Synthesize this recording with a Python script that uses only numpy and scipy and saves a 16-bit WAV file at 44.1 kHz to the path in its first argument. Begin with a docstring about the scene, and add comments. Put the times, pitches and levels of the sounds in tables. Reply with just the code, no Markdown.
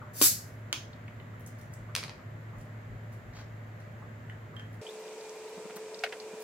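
"""Gas leaks, pops and hisses as a big plastic beer bottle is twisted open: noise shaped by jet and thread gaps.
The seal and the dropped cap are clicks with a dense ring; beer plops, then runs down a tilted glass mug as
rising sine bubbles. The neck touches the mug, fingers rub, a body shifts on a sofa, and a mug is set down.
Ventilation noise and wavering tones hum behind it all. From the pour on, bubbles, body thuds, ventilation and
room echoes play in fast-forward."""
import sys
import numpy as np
from scipy import signal
from scipy.fft import rfft, irfft, next_fast_len
from scipy.io import wavfile
from scipy.ndimage import map_coordinates

SR = 44100
rng = np.random.default_rng(int(sys.argv[2]) if len(sys.argv) > 2 else 0)


def wav_out(sig):
    """Save sig, one row per channel (or a flat mono array), as 16-bit PCM at SR to the path in sys.argv[1]."""
    wavfile.write(sys.argv[1], SR, np.round(np.clip(np.atleast_2d(sig).T, -1, 1) * 32767).astype(np.int16))


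N = 283563

FAST_S, SPEEDUP = 4.814, 4  # when fast-forward begins, and how many times faster it runs
TOP_HZ = 16050  # upper band limit

LEAK_S, POP_S = 0.13, 0.2148  # the seal starts to leak, then lets go
LEAK_DB, LEAK_GROWS_DB_PER_S, LEAK_ATTACK_S = -52, 224, 0.008  # the leak widens as the cap turns
JET_DB, JET_SAGS_DB_PER_S = -17, 80  # the full jet weakens as the pressure sinks
JET_HOLD_S, JET_FALLS_DB_PER_S = 0.052, 749.5  # then the pressure is spent: this much extra fall
SEEP_DB, SEEP_FALLS_DB_PER_S = -38, 112  # the last gas seeping through the thread


def gas_flow(t):
    """Flow in dB: a growing leak, then a jet that sags and collapses, and a slow seep with it and after it."""
    leaking = np.maximum(t - LEAK_S, 0)
    since_pop = t - POP_S
    leak = amp(LEAK_DB + LEAK_GROWS_DB_PER_S * leaking) * (1 - np.exp(-leaking / LEAK_ATTACK_S))
    collapse_db = JET_FALLS_DB_PER_S * np.maximum(since_pop - JET_HOLD_S, 0)
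    jet = amp(JET_DB - JET_SAGS_DB_PER_S * since_pop - collapse_db)
    seep = amp(SEEP_DB - SEEP_FALLS_DB_PER_S * since_pop)
    return 20 * np.log10(np.where(since_pop < 0, leak, jet + seep) + 1e-9)


# colour of the rushing gas: [pitch_hz, relative level_db per Hz]
JET_COLOUR = [(240, -49.5), (400, -24.5), (865, -25.5), (964, -25), (1330, -20), (1650, -19.5), (2220, -14),
              (3420, -22), (4310, -11), (6740, -3.5), (7280, -12), (9040, -6.5), (11600, 0.5), (16000, -10)]
# resonances of the thread gaps: [pitch_hz, width_hz, relative level_db]
THREAD_GAPS = [(4800, 1380, -8.5), (7140, 206.4, -4.5), (7470, 450, -2.5), (11165, 280, -2.5),
               (11760, 200, -2.5), (14000, 360, -3)]


def gas_jet(whistle_db=-4, spit_db=2.5):
    """Turbulent rush plus whistling thread gaps, spitting at random around the flow of escaping gas."""
    out, t = np.zeros((2, N)), seconds(1)

    def gaps(hz):
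        return sum(amp(db) * 1j * hz * width / (centre ** 2 - hz ** 2 + 1j * hz * width)
                   for centre, width, db in THREAD_GAPS)

    rush = filtered(rng.standard_normal(len(t)), lambda hz: amp(along(JET_COLOUR, hz)))
    whistle = filtered(rng.standard_normal(len(t)), gaps)
    hiss = unit(unit(rush) + amp(whistle_db) * unit(whistle))
    level_db = gas_flow(t) + spit_db * wobble(len(t), 400)
    add(out, 0, amp(level_db) * hiss, wet_db=3, near_db=2.0)
    return out * amp(np.array([[0.27], [-0.27]]))  # the jet points a little to the left


# colour of the seal letting go: [pitch_hz, relative level_db per Hz]
POP_COLOUR = [(30, -48.5), (100, -25.5), (200, -7.5), (300, 3), (600, -3.5), (850, -5.5), (1300, 0),
              (4000, -2.5), (9000, -10.5), (16000, -19.5)]
# air modes in the bottle: [pitch_hz, relative level_db, t60_s]
BOTTLE_AIR = [(301, -1.5, 0.12), (390, -7, 0.098), (546, -3.5, 0.064), (1070, 0, 0.04), (2368, -5, 0.087)]


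def seal_pop(pop_db=-22, neck_db=-29.0):
    """The seal bursts as a sharp click and sets the air in the bottle ringing."""
    out = np.zeros((2, N))
    add(out, POP_S, amp(pop_db) * click(POP_COLOUR, rattle=0.88, t60=0.014), wet_db=-2.5, near_db=-4.5)
    add(out, POP_S, amp(neck_db) * ringing(BOTTLE_AIR), wet_db=-15.5, near_db=-2.5)
    return out


# the cap's ring snaps: [start_s, level_db, brightness_db per octave]
RING_SNAPS = [(.7283, -23, 5)]
# colour of the snapping ring before tilt: [pitch_hz, relative level_db per Hz]
RING_COLOUR = [(100, -34), (300, -7.5), (800, -6), (1150, 1.5), (1900, -6), (3000, -1.5), (5000, -16),
               (6200, -16.5), (8000, -27), (11000, -29), (16000, -36)]


def seal_snap():
    """The plastic ring breaks in a bright crack with a weaker, duller echo contact."""
    return contacts(RING_SNAPS, RING_COLOUR, rattle=0.88, t60=0.015, wet_db=-2.5, left_lag=4,
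                    gap_s=0.0012, loss_db=9.5, dull_db=8, count=2)


# the cap lands and tumbles on the table: [start_s, level_db, brightness_db per octave]
CAP_DROPS = [(1.9518, -25, 2.5), (1.9635, -27.5, 3.5), (2.030, -37, -4.5), (2.0378, -35.5, 0),
             (2.0815, -43, -5.5), (2.095, -40, -3.5)]
# colour of the cap before tilt: [pitch_hz, relative level_db per Hz]
CAP_COLOUR = [(200, -34), (500, -9.5), (700, -12.5), (950, -3), (1300, -6), (2400, 2), (3200, -3.5),
              (4500, 0.5), (6500, -9.5), (9000, -15.5), (11500, -16.5), (16000, -31)]


def cap_drop():
    """The light cap strikes the table again and again, chattering at each landing."""
    return contacts(CAP_DROPS, CAP_COLOUR, rattle=0.52, t60=0.013, wet_db=-2.5, left_lag=1,
                    gap_s=0.0105, loss_db=8, dull_db=5.5, count=3)


def contacts(rows, spectrum, rattle, t60, wet_db, left_lag, gap_s, loss_db, dull_db, count):
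    """Blows on one body; each chatters in count contacts, gap_s apart, every one weaker and duller."""
    out = np.zeros((2, N))
    for start_s, level_db, brightness in rows:
        for k in range(count):
            tilt = brightness - k * dull_db  # dB per octave around 3 kHz
            colour = [(hz, level + tilt * np.log2(hz / 3000)) for hz, level in spectrum]
            hit = amp(level_db - k * loss_db) * click(colour, rattle, t60)
            add(out, start_s + k * gap_s, hit, wet_db, near_db=-4.5, left_lag=left_lag)
    return out


# the beer sloshes and frees air bubbles: [start_s, level_db before plop_db, pitch_hz at normal speed]
SLOSHES = [(0.016, -32, 1120), (0.068, -37.5, 1210), (1.336, -42, 1156), (1.888, -36.5, 1185),
           (2.182, -42.5, 1210), (2.526, -34.5, 1020), (4.017, -37.5, 1024), (4.535, -38, 1282),
           (5.2091, -32, 1150), (5.944, -27, 1130), (5.991, -26, 1240), (6.093, -34, 1100),
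           (6.2, -27, 1170)]


def sloshes(plop_db=-4, gap_s=0.002, count=6):
    """Each slosh frees a quick cluster of bubbles, in random order of size around its main pitch."""
    out = np.zeros((2, N))
    for start_s, level_db, pitch_hz in SLOSHES:
        speed = speed_at(start_s)
        cluster = np.zeros(SR // 4)
        for k, detune in enumerate(rng.permutation(np.linspace(-0.2, 0.2, count))):
            plop = bubble(pitch_hz * speed * np.exp(detune), speed, life=0.022, rise=3.985)
            first = round(k * gap_s / speed * SR)
            cluster[first:first + len(plop)] += amp(level_db + plop_db - k) * plop  # 1 dB weaker each time
        add(out, start_s, cluster, wet_db=1)
    return out


# the first beer to land traps two large bubbles: [start_s, level_db, pitch_hz at normal speed]
LARGE_BUBBLES = [(4.866, -33, 796), (4.89, -39, 890)]


def stream(length_s=0.8, bubble_db=-47, pitch_hz=1100, spread=0.5, scatter_db=2, count=110):
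    """Two gulps, and beer sliding down the tilted mug, folding in small bubbles of many sizes."""
    out, trickle = np.zeros((2, N)), np.zeros(2 * SR)
    for start_s, level_db, gulp_hz in LARGE_BUBBLES:
        gulp = bubble(gulp_hz * SPEEDUP, SPEEDUP, life=0.096, rise=2.5)
        add(out, start_s, amp(level_db) * gulp, wet_db=4)
    starts = rng.uniform(0, length_s, count)
    for start_s, (size, strength) in zip(starts, rng.standard_normal((count, 2))):
        fast_hz = min(pitch_hz * np.exp(spread * size) * SPEEDUP, TOP_HZ)
        plop = bubble(fast_hz, SPEEDUP, life=0.02, rise=4)
        first = round(start_s * SR)
        level_db = bubble_db + scatter_db * np.clip(strength, -2, 2)
        trickle[first:first + len(plop)] += amp(level_db) * plop
    add(out, FAST_S, trickle, wet_db=8.5)
    return out


def bubble(hz, speed, life, rise):
    """A sine swells softly, climbs by 2 * rise of hz per second and falls 60 dB in life (normal-speed time)."""
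    t = seconds(life * 2 / speed) * speed
    envelope = amp(-60 * t / life) * (1 - np.exp(-t / 0.0015))
    return envelope * np.sin(2 * np.pi * hz / speed * t * (1 + rise * (t - life / 4)))


# the bottle neck touches the mug: [start_s, knock level_db, ring level_db]
NECK_TOUCHES = [(4.2983, -40, -71), (4.5656, -49, -45), (4.5962, -40.5, -52)]
# colour of the knock: [pitch_hz, relative level_db per Hz]
KNOCK_COLOUR = [(400, 2), (1000, -8), (1800, 12), (2400, -8), (3000, 2.5), (4000, -21), (7500, -22.5),
                (8600, -14.5), (9500, -35), (16000, -36)]
# modes of the glass: [pitch_hz, relative level_db, t60_s]
GLASS_MODES = [(3170, 5, 0.066), (3300, -15, 0.052), (8500, -22, .04)]


def mug_rim():
    """The plastic neck gives a dull knock and makes the glass ring."""
    out = np.zeros((2, N))
    for start_s, knock_db, ring_db in NECK_TOUCHES:
        add(out, start_s, amp(knock_db) * click(KNOCK_COLOUR, rattle=0.92, t60=0.014), wet_db=-1)
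        add(out, start_s, amp(ring_db) * ringing(GLASS_MODES), wet_db=-5.0)
    return out


# the full mug is set down and rocks: [start_s, level_db, brightness_db per octave]
MUG_KNOCKS = [(6.0373, -26, 1), (6.0396, -28.5, 1.5), (6.064, -37.5, -1), (6.1246, -37.5, 2),
              (6.128, -39.5, -1)]
# colour of mug on table before tilt: [pitch_hz, relative level_db per Hz]
TABLE_COLOUR = [(240, -40), (450, -15), (700, -0.5), (1000, -17.5), (1400, -2.5), (2100, -2), (2900, -7),
                (3300, -11), (4600, -15), (7400, -27), (11000, -34), (16000, -45)]


def mug_set_down():
    """The heavy mug knocks on the table, each blow followed by a weaker, duller contact."""
    return contacts(MUG_KNOCKS, TABLE_COLOUR, rattle=0.81, t60=0.0094, wet_db=6.0, left_lag=1,
                    gap_s=0.004, loss_db=8, dull_db=5.5, count=2)


# light ticks of the thread and of the bottle's flexing wall, and two more ticks during the pour: [start_s,
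# level_db, centre pitch_hz]
LIGHT_TICKS = [(0.9317, -52, 3800), (1.0804, -45, 2100), (1.199, -50.5, 2450), (1.396, -61, 12500),
               (1.4626, -47, 8000), (1.7365, -47.5, 7300), (5.08, -48, 3200), (5.294, -43, 5800)]


def light_ticks(t60=0.027, octaves=0.39):
    """Each tick is a short burst of banded noise, which dies sooner in fast-forward."""
    out, t = np.zeros((2, N)), seconds(0.03)
    for start_s, level_db, centre_hz in LIGHT_TICKS:
        noise = filtered(rng.standard_normal(len(t)), lambda hz: band(hz, centre_hz, octaves))
        decay = amp(-60 * t * np.sqrt(speed_at(start_s)) / t60)
        add(out, start_s, amp(level_db) * blow(noise * decay), wet_db=-4)
    return out


# thread and fingers rub on plastic and glass; the low strokes after 5.6 s are a body's rustle
# in fast-forward: [start_s, length_s, level_db, centre pitch_hz]
RUBS_AND_RUSTLES = [(1.392, 0.044, -66, 11000), (1.465, .028, -56, 8300), (1.572, 0.065, -61.5, 7500),
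                    (1.716, .042, -65, 10000), (2.561, 0.074, -64.5, 6940), (3.116, 0.033, -64, 7500),
                    (3.79, .04, -68, 3900), (3.978, 0.043, -74, 7500), (4.726, 0.027, -64.5, 7700),
                    (5.692, .022, -49, 1200), (5.756, 0.019, -46, 7900), (5.763, .02, -45.5, 750),
                    (6.386, .053, -53.5, 7000)]


def rubs_and_rustles(octaves=1.0):
    """Friction of thread and fingers, and of a rustling body, gives short, grainy strokes of banded noise."""
    out = np.zeros((2, N))
    for start_s, length_s, level_db, centre_hz in RUBS_AND_RUSTLES:
        rub = stroke(length_s, lambda hz: band(hz, centre_hz, octaves), grain_db=5)
        add(out, start_s, amp(level_db) * rub, wet_db=0)
    return out


# colour of the mug's base on the table top: [pitch_hz, relative level_db per Hz]
SCRAPE_COLOUR = [(200, -10), (700, 6), (1200, 1), (2000, -3), (3700, -3), (6500, -6.5), (9000, -23),
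                 (16000, -25)]


def mug_slide(start_s=3.325, length_s=0.11, level_db=-52):
    """The empty mug is dragged off the table in one grainy scrape."""
    out = np.zeros((2, N))
    scrape = stroke(length_s, lambda hz: amp(along(SCRAPE_COLOUR, hz)), grain_db=4.0)
    add(out, start_s, amp(level_db) * scrape, wet_db=-4.5)
    return out


def stroke(length, colour, grain_db):
    """Grainy friction that swells and fades over its length."""
    t = seconds(length)
    slips = rng.standard_normal(len(t)) * amp(grain_db * wobble(len(t), 249))
    return unit(filtered(slips, colour)) * np.sin(np.pi * t / length)


BUMP_HZ, CLOTH_HZ, CLOTH_OCTAVES = 49.2, 110, 1.16  # frame's thud and cloth's rustle, at normal speed
# the body shifts against the sofa: [middle_s, level_db]
BODY_SHIFTS = [(1.821, -50), (2.6, -51), (2.93, -45.5), (3.29, -48.5), (3.38, -51), (5.582, -45),
               (5.657, -44.5), (5.705, -47), (5.767, -50.5), (6.34, -47.5)]


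def sofa(bump_s=0.12, cloth_db=-5):
    """Each shift of the body gives a soft low thud and a dull rustle of cloth."""
    out = np.zeros((2, N))
    for middle_s, level_db in BODY_SHIFTS:
        speed = speed_at(middle_s)
        length = bump_s / speed
        t = seconds(length)
        thud = np.sin(np.pi * t / length) ** 2 * np.sin(2 * np.pi * BUMP_HZ * speed * t)
        cloth = stroke(length, lambda hz: band(hz, CLOTH_HZ * speed, CLOTH_OCTAVES), grain_db=2.5)
        bump = amp(level_db) * (thud + amp(cloth_db) * cloth)
        add(out, middle_s - length / 2, bump, wet_db=-11.5, near_db=-9)
    return out


FAN_HZ = 108.6  # before fast-forward
POUR_FAN_DB = -43.5  # the fan's level from the pour on, before fan_db
# level of the fan's hum: [time_s, level_db before fan_db]
FAN_SWELL = [(0.0, -47), (0.13, -49), (0.69, -43), (0.72, -47.5), (2.02, -42.5), (2.22, -55), (2.26, -43),
             (3.18, -41), (3.22, -53), (3.45, -43.5), (4.44, -44), (4.52, -57), (4.56, -45.5), (4.8, -41.5)]
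# ventilation hiss: [pitch_hz, relative level_db per Hz]
AIR_COLOUR = [(180, -8.5), (300, -5), (640, -2.5), (800, -8), (2000, -7.5), (2500, -17), (3400, -24),
              (4200, -27.5), (5700, -33), (7200, -26.5), (9000, -42.5), (10800, -41.5), (12000, -34.5),
              (16000, -40)]
# its low rumble: [pitch_hz, relative level_db per Hz]
DRONE_COLOUR = [(20, -24), (35, -24), (48, -10), (70, -16.5), (95, -3), (125, -2), (160, -6), (200, -12),
                (240, -8), (285, -20.5), (450, -30), (900, -58)]
# faint appliance tones: [pitch_hz before fast-forward, level_db, wander rate in knots per s]
APPLIANCE_TONES = [(602, -66.5, 6), (3090, -85.5, 12), (11640, -87.5, 98), (14670, -92.5, 90)]


def ventilation(air_db=-53, drone_db=-49.5, fan_db=-3.0):
    """Steady air noise and wavering hum; fast-forward lifts all of it by two octaves."""
    cut = round(FAST_S * SR)
    n = cut + SPEEDUP * (N - cut)  # long enough to be sped up afterwards
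    hum = amp(air_db) * diffuse(n, AIR_COLOUR) + amp(drone_db) * diffuse(n, DRONE_COLOUR)
    times, levels_db = np.transpose(FAN_SWELL)
    swell_db = np.interp(np.arange(n) / SR, times, levels_db, right=POUR_FAN_DB)
    hum += amp(fan_db + swell_db) * tone(n, FAN_HZ, 5, waver_db=1.2, drift=0.35)
    for pitch_hz, level_db, rate in APPLIANCE_TONES:
        hum += amp(level_db) * tone(n, pitch_hz, rate, waver_db=4, drift=0.7)
    fast = signal.resample_poly(hum[:, cut:], 1, SPEEDUP, axis=1)
    return np.hstack([hum[:, :cut], fast])


def tone(n, hz, rate, waver_db, drift):
    """A line of rms 1 whose phase wanders (drift in radians), and its level twice as quickly."""
    level = amp(waver_db * wobble(n, 2 * rate))
    return unit(level * np.sin(2 * np.pi * hz * np.arange(n) / SR + drift * wobble(n, rate)))


# left-right likeness of diffuse sound: [pitch_hz, correlation]
STEREO_LIKENESS = [(60, 0.9), (130, 0.97), (290, 0.91), (640, 0.29), (1410, -0.089), (3100, 0.28),
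                   (6820, -0.037), (15000, -0.052)]


def diffuse(n, spectrum):
    """Coloured stereo noise of rms 1, most alike on both sides in the bass."""
    def mid_side(hz):
        turn = np.arccos(np.clip(along(STEREO_LIKENESS, hz), -1, 1)) / 2
        low_cut = hz ** 2 / (hz ** 2 + 18 ** 2)
        return low_cut * amp(along(spectrum, hz)) * [np.cos(turn), np.sin(turn)]

    mid, side = filtered(rng.standard_normal((2, n)), mid_side)
    return unit(np.array([mid + side, mid - side]))


# decay of the room: [pitch_hz, t60_s at normal speed]
WALL_DECAY = [(200, 0.3), (800, .27), (2100, 0.28), (5500, 0.35), (10000, 0.27), (16000, .24)]


def room(speed, wet_db, near_db, left_lag):
    """Direct sound (left_lag samples later on the left), scatter from hands and table, then the walls."""
    flat = [(100, 0.0031), (16000, 0.0079)]
    hz, t, z = signal.stft(diffuse(SR // 3, flat), SR, nperseg=256)
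    decay = amp(-60 * t / along(WALL_DECAY, hz)[:, None])
    tail = signal.istft(z * decay, SR, nperseg=256)[1]
    t = np.arange(tail.shape[1]) / SR
    tail *= 1 - np.exp(-(t / 0.004) ** 2)  # wall echoes build up over some milliseconds
    near = rng.standard_normal(tail.shape) * amp(-60 * t / 0.012)
    far = amp(wet_db) * tail / np.linalg.norm(tail[0]) + amp(near_db) * near / np.linalg.norm(near[0])
    response = signal.resample_poly(far, 1, speed, axis=1) * np.sqrt(speed)  # fast-forward shortens echoes
    response[[0, 1], [left_lag, 0]] += 1
    return response / np.sqrt(1 + amp(near_db) ** 2)


def add(out, start_s, sound, wet_db, near_db=-5, left_lag=3):
    """Let a sound happen in the room at start_s, its direct part left_lag samples later on the left."""
    start = round(start_s * SR)
    response = room(speed_at(start_s), wet_db, near_db, left_lag)
    heard = signal.fftconvolve(sound[None], response, axes=1)[:, :N - start]
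    out[:, start:start + heard.shape[1]] += heard


def click(spectrum, rattle, t60, size=4096):
    """A sharp contact and its dense, short ring, coloured by the struck body."""
    gain = amp(along(spectrum, np.fft.rfftfreq(size, 1 / SR)))
    cepstrum = irfft(np.log(np.maximum(gain, 1e-4)))
    cepstrum[1:size // 2] *= 2  # folding the cepstrum gives minimum phase: the energy comes first
    cepstrum[size // 2 + 1:] = 0
    body = irfft(np.exp(rfft(cepstrum)))
    ring = rng.standard_normal(size) * amp(-60 * np.arange(size) / SR / t60)
    return blow(blow(body) + rattle * blow(signal.fftconvolve(body, ring)[:size]))


def ringing(modes):
    """Damped modes, struck a little differently each time."""
    t = seconds(0.5)
    return sum(amp(db + rng.normal(0, 1.2) - 60 * t / t60) * np.cos(2 * np.pi * hz * t)
               for hz, db, t60 in modes)


def wobble(n, rate):
    """A smooth random curve, rate knots a second."""
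    knots = rng.standard_normal(int(n * rate / SR) + 4)
    coarse = np.arange(0, n + 64, 64)
    return np.interp(np.arange(n), coarse, map_coordinates(knots, [coarse * rate / SR]))


def filtered(x, response):
    """x times a response of frequency."""
    n = x.shape[-1]
    m = next_fast_len(n + 8192, True)
    return irfft(rfft(x, m) * response(np.fft.rfftfreq(m, 1 / SR)), m)[..., :n]


def band(hz, centre, octaves):
    """Gain of a bell-shaped band, octaves being its standard deviation."""
    return np.exp(-(np.log2((hz + 1) / centre) / octaves) ** 2 / 2)


def along(points, hz):
    """Interpolate (Hz, value) points on a log axis."""
    f, v = np.transpose(points)
    return np.interp(np.log(hz + 1), np.log(f + 1), v)


def amp(db):
    """Decibels to gain."""
    return 10 ** (np.asarray(db) / 20)


def unit(x):
    """Scale to rms 1."""
    return x / np.sqrt(np.mean(x ** 2) + 1e-20)


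def blow(x):
    """Scale a transient to the energy of 3 ms at rms 1."""
    return x * np.sqrt(0.003 * SR / np.sum(x ** 2))


def seconds(length):
    """A time axis."""
    return np.arange(int(length * SR)) / SR


def speed_at(s):
    """Playback speed at a moment."""
    return SPEEDUP if s >= FAST_S else 1


def scene():
    """Opening, dropping the cap, pouring and setting the mug down, over handling and ventilation."""
    opening = gas_jet() + seal_pop() + seal_snap() + cap_drop()
    beer = sloshes() + stream()
    mug = mug_rim() + mug_set_down() + mug_slide()
    handling = light_ticks() + rubs_and_rustles()
    return opening + beer + mug + handling + sofa() + ventilation()


def record(dry):
    """A steep low-pass leaves almost nothing above the band limit."""
    return filtered(dry, lambda hz: 1 / np.sqrt(1 + (hz / TOP_HZ) ** 160))


dry = scene()
out = record(dry)
wav_out(out)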